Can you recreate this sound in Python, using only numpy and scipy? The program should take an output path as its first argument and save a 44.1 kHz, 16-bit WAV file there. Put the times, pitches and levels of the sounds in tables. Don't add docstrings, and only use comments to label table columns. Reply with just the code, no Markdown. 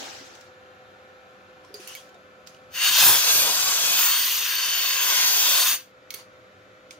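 import sys
import numpy as np
from scipy import signal
from scipy.io import wavfile
from scipy.ndimage import uniform_filter1d

SR = 44100
rng = np.random.default_rng(int(sys.argv[2]) if len(sys.argv) > 2 else 0)


def transcribe(signal):
    frames = np.atleast_2d(signal).T
    limited = np.clip(frames, -1, 1)
    pcm = np.round(limited * 32767).astype(np.int16)
    wavfile.write(sys.argv[1], SR, pcm)


N = 308259


def amp(db):
    return 10 ** (np.asarray(db) / 20)


def unit_rms(x):
    return x / np.sqrt(np.mean(abs(x) ** 2) + 1e-20)


def curve(points, hz):
    f, value = np.transpose(points)
    return np.interp(np.log(hz + 1), np.log(f + 1), value)


def bells(peaks, hz):
    return sum(db / (1 + ((hz - f) / (width / 2)) ** 2) for f, width, db in peaks)


def normalise(shape_db, hz, lo_hz, hi_hz):
    power = (amp(shape_db) ** 2 * ((hz > lo_hz) & (hz < hi_hz))).sum(0)
    return shape_db - 10 * np.log10(power / len(hz))


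def grid(size, until=N / SR):
    hop = size // 4
    return np.arange(int(until * SR) // hop + 5) * hop / SR, np.fft.rfftfreq(size, 1 / SR)[:, None]


def flutter(shape, bins, frames):
    field = rng.standard_normal(shape[::-1]).T
    return unit_rms(uniform_filter1d(uniform_filter1d(field, bins, 0), frames, 1))


def stereo_noise(field_db, coherence, lead=0, pan_db=0):
    size = 2 * len(field_db) - 2
    a, b, c, d = rng.standard_normal(field_db.shape[::-1] + (4,)).T
    left, independent = a + 1j * b, c + 1j * d
    right = (coherence * left + np.sqrt(1 - coherence ** 2) * independent) * np.exp(-1j * lead)
    spectra = np.array([left * amp(pan_db / 2), right * amp(-pan_db / 2)]) * amp(field_db)
    sound = signal.istft(spectra, nperseg=size, noverlap=size - size // 4)[1][:, :N] / np.sqrt(.6 * size)
    return np.pad(sound, ((0, 0), (0, N - sound.shape[1])))


# f/Hz, level/dB
WHOOSH_EQ = [(88, -42), (150, 1), (179, -36), (270, -7), (309, -7), (854, -4), (1040, -13), (1290, -6.5),
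             (2450, -9), (5570, -8), (16000, -21.5)]


def spindle():
    stop_s, coast_db_per_s, stop_db_per_s = .47, -44.5, -200
    t, hz = grid(size=512, until=.7)
    stopped = np.maximum(t - stop_s, 0)
    level_db = -35 + coast_db_per_s * t + stop_db_per_s * stopped
    treble_db = -8 - 5 * t - 400 * stopped
    field = normalise(curve(WHOOSH_EQ, hz), hz, 1000, 8000) + level_db
    field += treble_db * np.clip((hz - 7000) / 1500, 0, 1)
    field += 2.6 * flutter(field.shape, bins=8, frames=8)
    return stereo_noise(field, coherence=.11, pan_db=1.3)


# f/Hz, level/dB
BED_EQ = [(15, -61), (25, -33.5), (90, -18.5), (475, -14.5), (515, -6.5), (691, -15.5), (749, -11),
          (879, -21.5), (1350, -12.5), (1910, -19), (2300, -20.5), (12400, -45.5), (15000, -63.5)]
# f/Hz, width/Hz, gain/dB
BED_BELLS = [(55, 15, -3), (95.6, 20, 14.5), (195.4, 20, 5.5), (382, 14, 5), (536, 46, -3), (743, 84, -1),
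             (1400, 125, 2.5), (2180, 100, -6.5), (3130, 80, 2), (3730, 140, 3.5), (6800, 900, 3),
             (8500, 1100, -11), (10800, 600, -9), (12400, 600, 4)]
# f/Hz, coherence/0-1
BED_COHERENCE = [(60, .88), (250, .9), (600, .75), (1000, .55), (2500, .5), (4000, .25), (15000, .2)]
# f/Hz, left lead/rad
BED_LEAD = [(60, 0), (780, .7), (1400, 2.5), (2330, 5.4), (15000, 6)]
# f/Hz, left over right/dB
BED_PAN = [(60, -3), (120, 0), (240, -0.5), (480, 0), (950, -1.5), (1890, 3), (3770, -2), (7520, 1.5),
           (15000, -6.5)]


def noise_bed():
    t, hz = grid(size=2048)
    field = normalise(curve(BED_EQ, hz) + bells(BED_BELLS, hz), hz, 0, SR) - 49.5
    field = field + 1.3 * flutter((len(hz), len(t)), bins=2, frames=24)
    field += 2.2 * flutter(field.shape, bins=2, frames=250)
    return stereo_noise(field, curve(BED_COHERENCE, hz), curve(BED_LEAD, hz), curve(BED_PAN, hz))


# f/Hz, starting rms level/dB, slope/(dB/s)
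MOTOR_TONES = [(96.9, -72, 0), (197, -72, 0), (366.1, -73, 0), (511.4, -56, 0), (565, -72, 0),
               (614, -73, .5), (635.2, -72, 0), (742.9, -68.5, -.6), (775.2, -70, -1), (1017, -77, 0),
               (1330, -66, -.4), (1394, -73, 0), (1534, -71, 0), (1755, -67.5, -1.4), (1825, -80, 0),
               (2043, -81, .7), (2132, -75.5, 0), (2336, -71.5, 0), (2600, -80, 0), (3203, -81, -.2),
               (3585, -77, -.2), (12242, -91, 0)]


def motor_hum():
    t, _ = grid(size=2048)
    out, time = np.zeros((2, N)), np.arange(N) / SR
    for f, db, slope in MOTOR_TONES:
        drift, swell = (np.interp(time, t, row) for row in flutter((2, len(t)), bins=1, frames=6))
        cycles = np.cumsum(f * (1 + .0002 * drift)) / SR + rng.random((2, 1)) * .15
        out += np.sqrt(2) * amp(db + slope * time + .9 * swell) * np.sin(2 * np.pi * cycles)
    return out


# t/s, level/dB, f/Hz, t60/s
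KNOCK_CUES = [(0.02, -44.5, 271, 0.2), (0.205, -44, 275, 0.17), (1.645, -47, 1030, .09),
              (1.704, -43.5, 397, 0.12), (1.742, -37.5, 414, 0.15), (1.797, -39.5, 367, 0.083),
              (2.152, -44, 700, 0.059), (6.141, -44.5, 400, 0.093)]


def knocks():
    attack_s = .0016
    out, t = np.zeros((2, N)), np.arange(8192) / SR
    for start, db, hz, t60 in KNOCK_CUES:
        envelope = amp(db - 60 * t / t60) * np.minimum(t / attack_s, 1)
        out[:, round(start * SR):][:, :len(t)] += envelope * np.sin(2 * np.pi * hz * t)
    return out


# f/Hz, level/dB, t60/s
TUBE_MODES = [(4350, -6, .022), (6200, -5, .025), (8950, -15, .018), (10850, -14, .022), (14200, -13, .018)]
# t/s, level/dB, left over right/dB, treble gain/dB, ring f/Hz, ring gain/dB, ring t60/s
CLICK_CUES = [(0.352, -36.5, 1, -14, 5930, -7, 0.012), (0.41, -38, 2.5, -12, 5600, -14, .015),
              (1.6482, -46, -4, -14, 5360, -12, .02), (1.7414, -36, -6, 1, 4780, 1, 0.036),
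              (1.8744, -35.5, -9, 6.5, 2780, -13, 0.06), (1.951, -34, -6, 6, 2260, -2.5, 0.035),
              (2.0914, -46.5, -6, -10, 3100, -10, .015), (2.1445, -48, -2, -16, 3700, -12, 0.06),
              (2.4655, -48, -6, -20, 2900, -6, .02), (2.4724, -32, -6, -9, 4980, -11, .014),
              (2.546, -44.5, -2.5, -14, 2930, 2, 0.012), (2.567, -52, -2.5, -14, 2950, 0, .015),
              (6.1053, -24, -5, -1.5, 2215, -19.5, .09), (6.1398, -25, -1, -2.5, 2210, -17, 0.068),
              (6.144, -28, -7, 5, 4470, -20, .11), (6.9086, -30.5, -3, -20, 2290, -5, 0.011)]


def clicks():
    crack_t60_s, echo_t60_s, echo_db = .019, .16, -11
    out, t = np.zeros((2, N + 8192)), np.arange(8192) / SR
    bite = signal.butter(2, [2200, 7500], "band", fs=SR)
    treble = signal.butter(2, [8500, 15000], "band", fs=SR)
    tube = sum(amp(db - 60 * t / t60) * np.sin(2 * np.pi * hz * t) for hz, db, t60 in TUBE_MODES)
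    for start, db, pan_db, treble_db, hz, ring_db, t60 in CLICK_CUES:
        white = rng.standard_normal((2, len(t))) + .34 * rng.standard_normal(len(t))
        burst = unit_rms(signal.lfilter(*bite, white))
        burst += amp(treble_db) * unit_rms(signal.lfilter(*treble, white))
        crack = amp(-7.5) * burst * (amp(-60 * t / crack_t60_s) + amp(echo_db - 60 * t / echo_t60_s))
        ring_envelope = amp(ring_db - 60 * (t / t60) ** 1.6) * np.minimum(t / .001, 1)
        ring = ring_envelope * np.sin(2 * np.pi * hz * t)
        rattle = 1 + .5 * np.minimum(t / .015, 1) * unit_rms(uniform_filter1d(white, size=200))
        click = crack + rattle * (ring + amp(treble_db - 7) * tube)
        out[:, round(start * SR):][:, :len(t)] += amp(db + np.array([[.5], [-.5]]) * pan_db) * click
    return out[:, :N]


# t/s, hold/s, level/dB, release/(dB/s), squeal f/Hz, squeal glide/(Hz/s), squeal gain/dB
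SCRAPE_CUES = [(1.633, .04, -64, -78, 5400, 0, 12), (1.737, .02, -47, -150, 4750, 0, 14),
               (1.795, 0.073, -48.5, -150, 2700, 7000, 7), (1.869, 0.093, -44, -170, 2700, 5000, 10.5),
               (2.46, .0097, -53, -120, 5000, 0, 10), (6.114, .011, -46, -600, 4500, 0, 8),
               (6.147, 0.045, -43.5, -350, 4530, 0, 8), (6.9, .02, -51, -280, 6400, 0, 2)]
# f/Hz, level/dB
SCRAPE_EQ = [(590, -37), (1000, -6), (1380, -6.5), (3890, -8), (4470, -6), (6470, -7), (8550, -15.5),
             (9280, -11), (14400, -21), (16000, -21)]
# f/Hz, width/Hz, gain/dB
SCRAPE_BELLS = [(2800, 300, 3), (4500, 350, 2), (6500, 500, 5), (9000, 500, 3)]


def scrapes():
    attack_s, squeal_width_hz = .0071, 300
    t, hz = grid(size=256)
    starts, *_, squeal_hz, glide, squeal_db = np.transpose(SCRAPE_CUES)
    cue = np.maximum(np.searchsorted(starts, t) - 1, 0)
    pitch = squeal_hz[cue] + glide[cue] * (t - starts[cue])
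    squeal = bells([(pitch, squeal_width_hz, squeal_db[cue])], hz)
    field = normalise(curve(SCRAPE_EQ, hz) + bells(SCRAPE_BELLS, hz) + squeal, hz, 2500, 15000)
    field += 2.2 * flutter(field.shape, bins=4, frames=20)
    time, envelope = np.arange(N) / SR, 0
    for start, hold, db, release, *_ in SCRAPE_CUES:
        attack = np.clip((time - start) / attack_s, 0, 1) ** 2
        envelope += attack * amp(db + release * np.maximum(time - start - attack_s - hold, 0))
    return envelope * stereo_noise(field, coherence=.13)


# f/Hz, width/Hz, gain at part/dB, gain over table/dB
CAVITY_BELLS = [(1068, 230, -4, 11.5), (1480, 1030, -8.5, 2), (1780, 100, -0.5, -6.5),
                (2490, 118.7, 9, -1.5), (2680, 110, 2, 6), (3060, 86, -2, 11.5), (3370, 260, 4.5, 3),
                (3716, 170, 0, 10), (3950, 150, -1.5, -5.5), (4420, 100, -4.5, 9), (4700, 200, 4, 0.5),
                (5880, 450, 1.5, 8.5), (6410, 510, 6.5, 11), (6810, 247, 2, 12.5), (7440, 200, 6, -7),
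                (8890, 330, -0.5, 10.5), (11190, 540, 8.5, -5.5)]
# middle t/s, length/s, f/Hz, width/Hz, gain/dB
GAP_CUES = [(2.9, 0.21, 4430, 220, 5), (2.874, 0.19, 3000, 2100, 2), (2.95, 0.33, 3720, 260, 4),
            (4.65, 0.52, 11500, 500, 2), (2.8, 0.27, 1020, 320, -8), (3.07, 0.12, 1600, 450, 5.5),
            (3.08, 0.19, 5300, 300, 5.5), (5.2, 0.52, 6340, 500, 3.5), (3.18, .35, 10200, 1400, 4),
            (3.25, .2, 4100, 200, 5), (4.62, .55, 5850, 200, 4.5), (4.5, .3, 5480, 200, -7),
            (5.1, .45, 2700, 100, 4), (4.14, 0.18, 4400, 120, 5), (4.05, 0.15, 7200, 360, 9),
            (4.172, 0.12, 3260, 200, 7.5), (4.17, 0.23, 15000, 500, 5), (4.52, 1, 13500, 880, 7.5),
            (4.65, 0.55, 4510, 130, 5), (5.25, 0.8, 1030, 93, 5.5), (5.3, 0.67, 1920, 50, 6),
            (5.57, .25, 4410, 110, 7), (5.204, 0.26, 7700, 430, -6), (5.3, 0.49, 14800, 650, 5),
            (5.2, .5, 13000, 600, 4), (5.586, 0.4, 3550, 190, 4.5), (5.55, 0.3, 3690, 140, 6)]


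def singing_gaps(t, hz, over_table):
    pitch_depth, gain_depth = .009, .15
    sway, waver = flutter((2 * len(CAVITY_BELLS), len(t)), bins=1, frames=30).reshape(2, -1, len(t))
    peaks = []
    for (f, width, part_db, table_db), bend, swell in zip(CAVITY_BELLS, sway, waver):
        db = part_db + over_table * (table_db - part_db)
        peaks.append((f * (1 + pitch_depth * bend), width, db * (1 + gain_depth * swell)))
    for mid, length, f, width, db in GAP_CUES:
        peaks.append((f, width, db * np.clip(2 - abs(t - mid) / (length / 4), 0, 1)))
    return bells(peaks, hz)


# f/Hz, level/dB
PART_HISS_EQ = [(590, -44), (1000, -40), (1550, 6.5), (1770, -3), (2490, -5), (4580, 1), (8500, -6.5),
                (11000, -32.5), (18700, -120)]
# f/Hz, level/dB
TABLE_HISS_EQ = [(590, -29), (1000, -30), (1650, -3), (2320, -9), (2750, -3), (4040, -10), (4540, -4),
                 (8500, -27.5), (11000, -50), (18700, -120)]
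# f/Hz, level/dB
ROAR_EQ = [(150, -45.5), (250, -24), (570, -1.5), (881, 0), (971, 4.5), (1500, 5.5), (1950, -36.5),
           (3300, -120)]
# f/Hz, level/dB
FIZZ_EQ = [(4120, -32.5), (7000, -6.5), (7690, -2.5), (9050, 1), (10300, -3.5), (11100, 0), (14700, 8.5),
           (15200, 9), (15650, -1), (15850, -28.5)]
# f/Hz, level/dB
BUFFET_EQ = [(24, -50.5), (40, -24), (86, -7), (286, -7.5), (400, -1), (520, -22.5), (880, -120)]
# middle t/s, length/s, roar/dB, fizz/dB, buffeting/dB
EDGE_CUES = [(2.91, 0.057, 1, 2, 12), (3.088, 0.24, 7, 11, 14.5), (3.378, 0.21, 1, 5, 7.5),
             (3.492, 0.18, 4.5, 0, 5), (4.086, 0.3, 6.5, 6, 1.5), (4.304, 0.39, -3.5, 4.5, 2),
             (5.065, 0.3, 5.5, 1.5, 2), (5.61, 0.2, 4.5, 6, 1), (5.74, 0.18, 5.5, 7.5, 11)]


def turbulence(t, hz, over_table):
    at_part_db, over_table_db = (-15.5, -4.5, -32), (-19.5, -4.5, -46.5)
    at_part = 1 - over_table
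    mix_db = np.outer(at_part_db, at_part) + np.outer(over_table_db, over_table)
    for mid, length, *swell_db in EDGE_CUES:
        mix_db += np.outer(swell_db, np.clip(1 - abs(t - mid) / (length / 2), 0, 1))
    roar_db, fizz_db, buffet_db = mix_db
    singing = singing_gaps(t, hz, over_table)
    hiss_eq = at_part * curve(PART_HISS_EQ, hz) + over_table * curve(TABLE_HISS_EQ, hz)
    hiss = normalise(hiss_eq + singing, hz, 1500, 7500)
    roar = normalise(curve(ROAR_EQ, hz) + singing, hz, 400, 1200) + roar_db
    fizz = normalise(curve(FIZZ_EQ, hz) + singing, hz, 8000, 15500) + fizz_db
    buffet = normalise(curve(BUFFET_EQ, hz), hz, 60, 300) + buffet_db
    return 10 * np.log10(sum(amp(layer) ** 2 for layer in (hiss, roar, fizz, buffet)))


# t/s, level/dB
JET_ENVELOPE = [(2.69, -74), (2.715, -58), (2.75, -30.5), (2.815, -19), (2.835, -13.5), (2.885, -11),
                (2.911, -16), (2.99, -9), (3.1, -12), (3.24, -15.5), (3.3, -11.5), (3.52, -16.5),
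                (3.8, -16.5), (4.0, -14), (4.16, -17.5), (4.42, -21.5), (4.64, -19), (4.92, -17.5),
                (4.97, -19), (5.13, -15), (5.24, -13), (5.371, -14.5), (5.49, -13), (5.69, -16),
                (5.75, -22.5), (5.78, -33.5), (5.92, -69)]
# t/s, left lead/microseconds, aim/0-1 (0 part, 1 open table)
NOZZLE_PATH = [(2.7, 46, 1.), (2.9, 28, 0.88), (3.0, 10, 0.35), (3.3, 98, 0.18), (3.6, 93, 0.18),
               (3.9, 96, 0.22), (4.1, 50, 0.81), (4.4, -20, 0.67), (4.55, 21, 1), (4.8, 63, 0.85),
               (5.0, 54, 0.58), (5.2, 101.5, 0.4), (5.5, 81, 0.21), (5.75, -35, 0.74)]
# f/Hz, coherence/0-1
JET_COHERENCE = [(100, .8), (600, .72), (1500, .72), (3000, .62), (6000, .55), (8000, .45), (15000, .52)]
# f/Hz, left lead/rad
JET_LEAD = [(300, .3), (1000, 0.2), (2200, 0.26), (4500, -0.5), (9000, -0.1)]
# f/Hz, left over right/dB
JET_PAN = [(60, -2), (500, -1.5), (1000, -2), (3000, 0), (6000, -2.5), (7500, 2.5), (8500, -2.5),
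           (15000, -3.5)]


def air_jet():
    pan_left_db = 3
    t, hz = grid(size=1024, until=6)
    path_s, lead_us, aim = np.transpose(NOZZLE_PATH)
    field = turbulence(t, hz, over_table=np.interp(t, path_s, aim))
    field += np.interp(t, *np.transpose(JET_ENVELOPE), left=-200, right=-200)
    field += (2 + 1.2 * (hz > 7000)) * flutter(field.shape, bins=3, frames=28)
    field += .84 * flutter(field.shape, bins=120, frames=2)
    lead = 2 * np.pi * hz * np.interp(t, path_s, lead_us) * 1e-6 + curve(JET_LEAD, hz)
    return stereo_noise(field, curve(JET_COHERENCE, hz), lead, pan_left_db + curve(JET_PAN, hz))


def scene():
    bed_db_per_s = -.2
    bed_fade = amp(bed_db_per_s * np.arange(N) / SR)
    return spindle() + bed_fade * (noise_bed() + motor_hum()) + knocks() + clicks() + scrapes() + air_jet()


def record(dry):
    threshold_db, duck_db_per_db, release_db_per_s = -40, .18, 60
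    ceiling, cutoff_hz = 1.2, 16100
    power_db = 10 * np.log10(abs(uniform_filter1d((dry ** 2).mean(0), 2000)) + 1e-12)
    fall_db = np.arange(N) * release_db_per_s / SR
    held_db = np.maximum.accumulate(power_db + fall_db) - fall_db
    over_db = np.maximum(held_db - threshold_db, 0)
    ducked = dry / amp(duck_db_per_db * uniform_filter1d(over_db, 1000))
    rounded = ceiling * np.tanh(ducked / ceiling)
    lowpass = signal.firwin(511, cutoff_hz, window=("kaiser", 9), fs=SR)
    return signal.oaconvolve(rounded, lowpass[None], "same")


dry = scene()
out = record(dry)
transcribe(out)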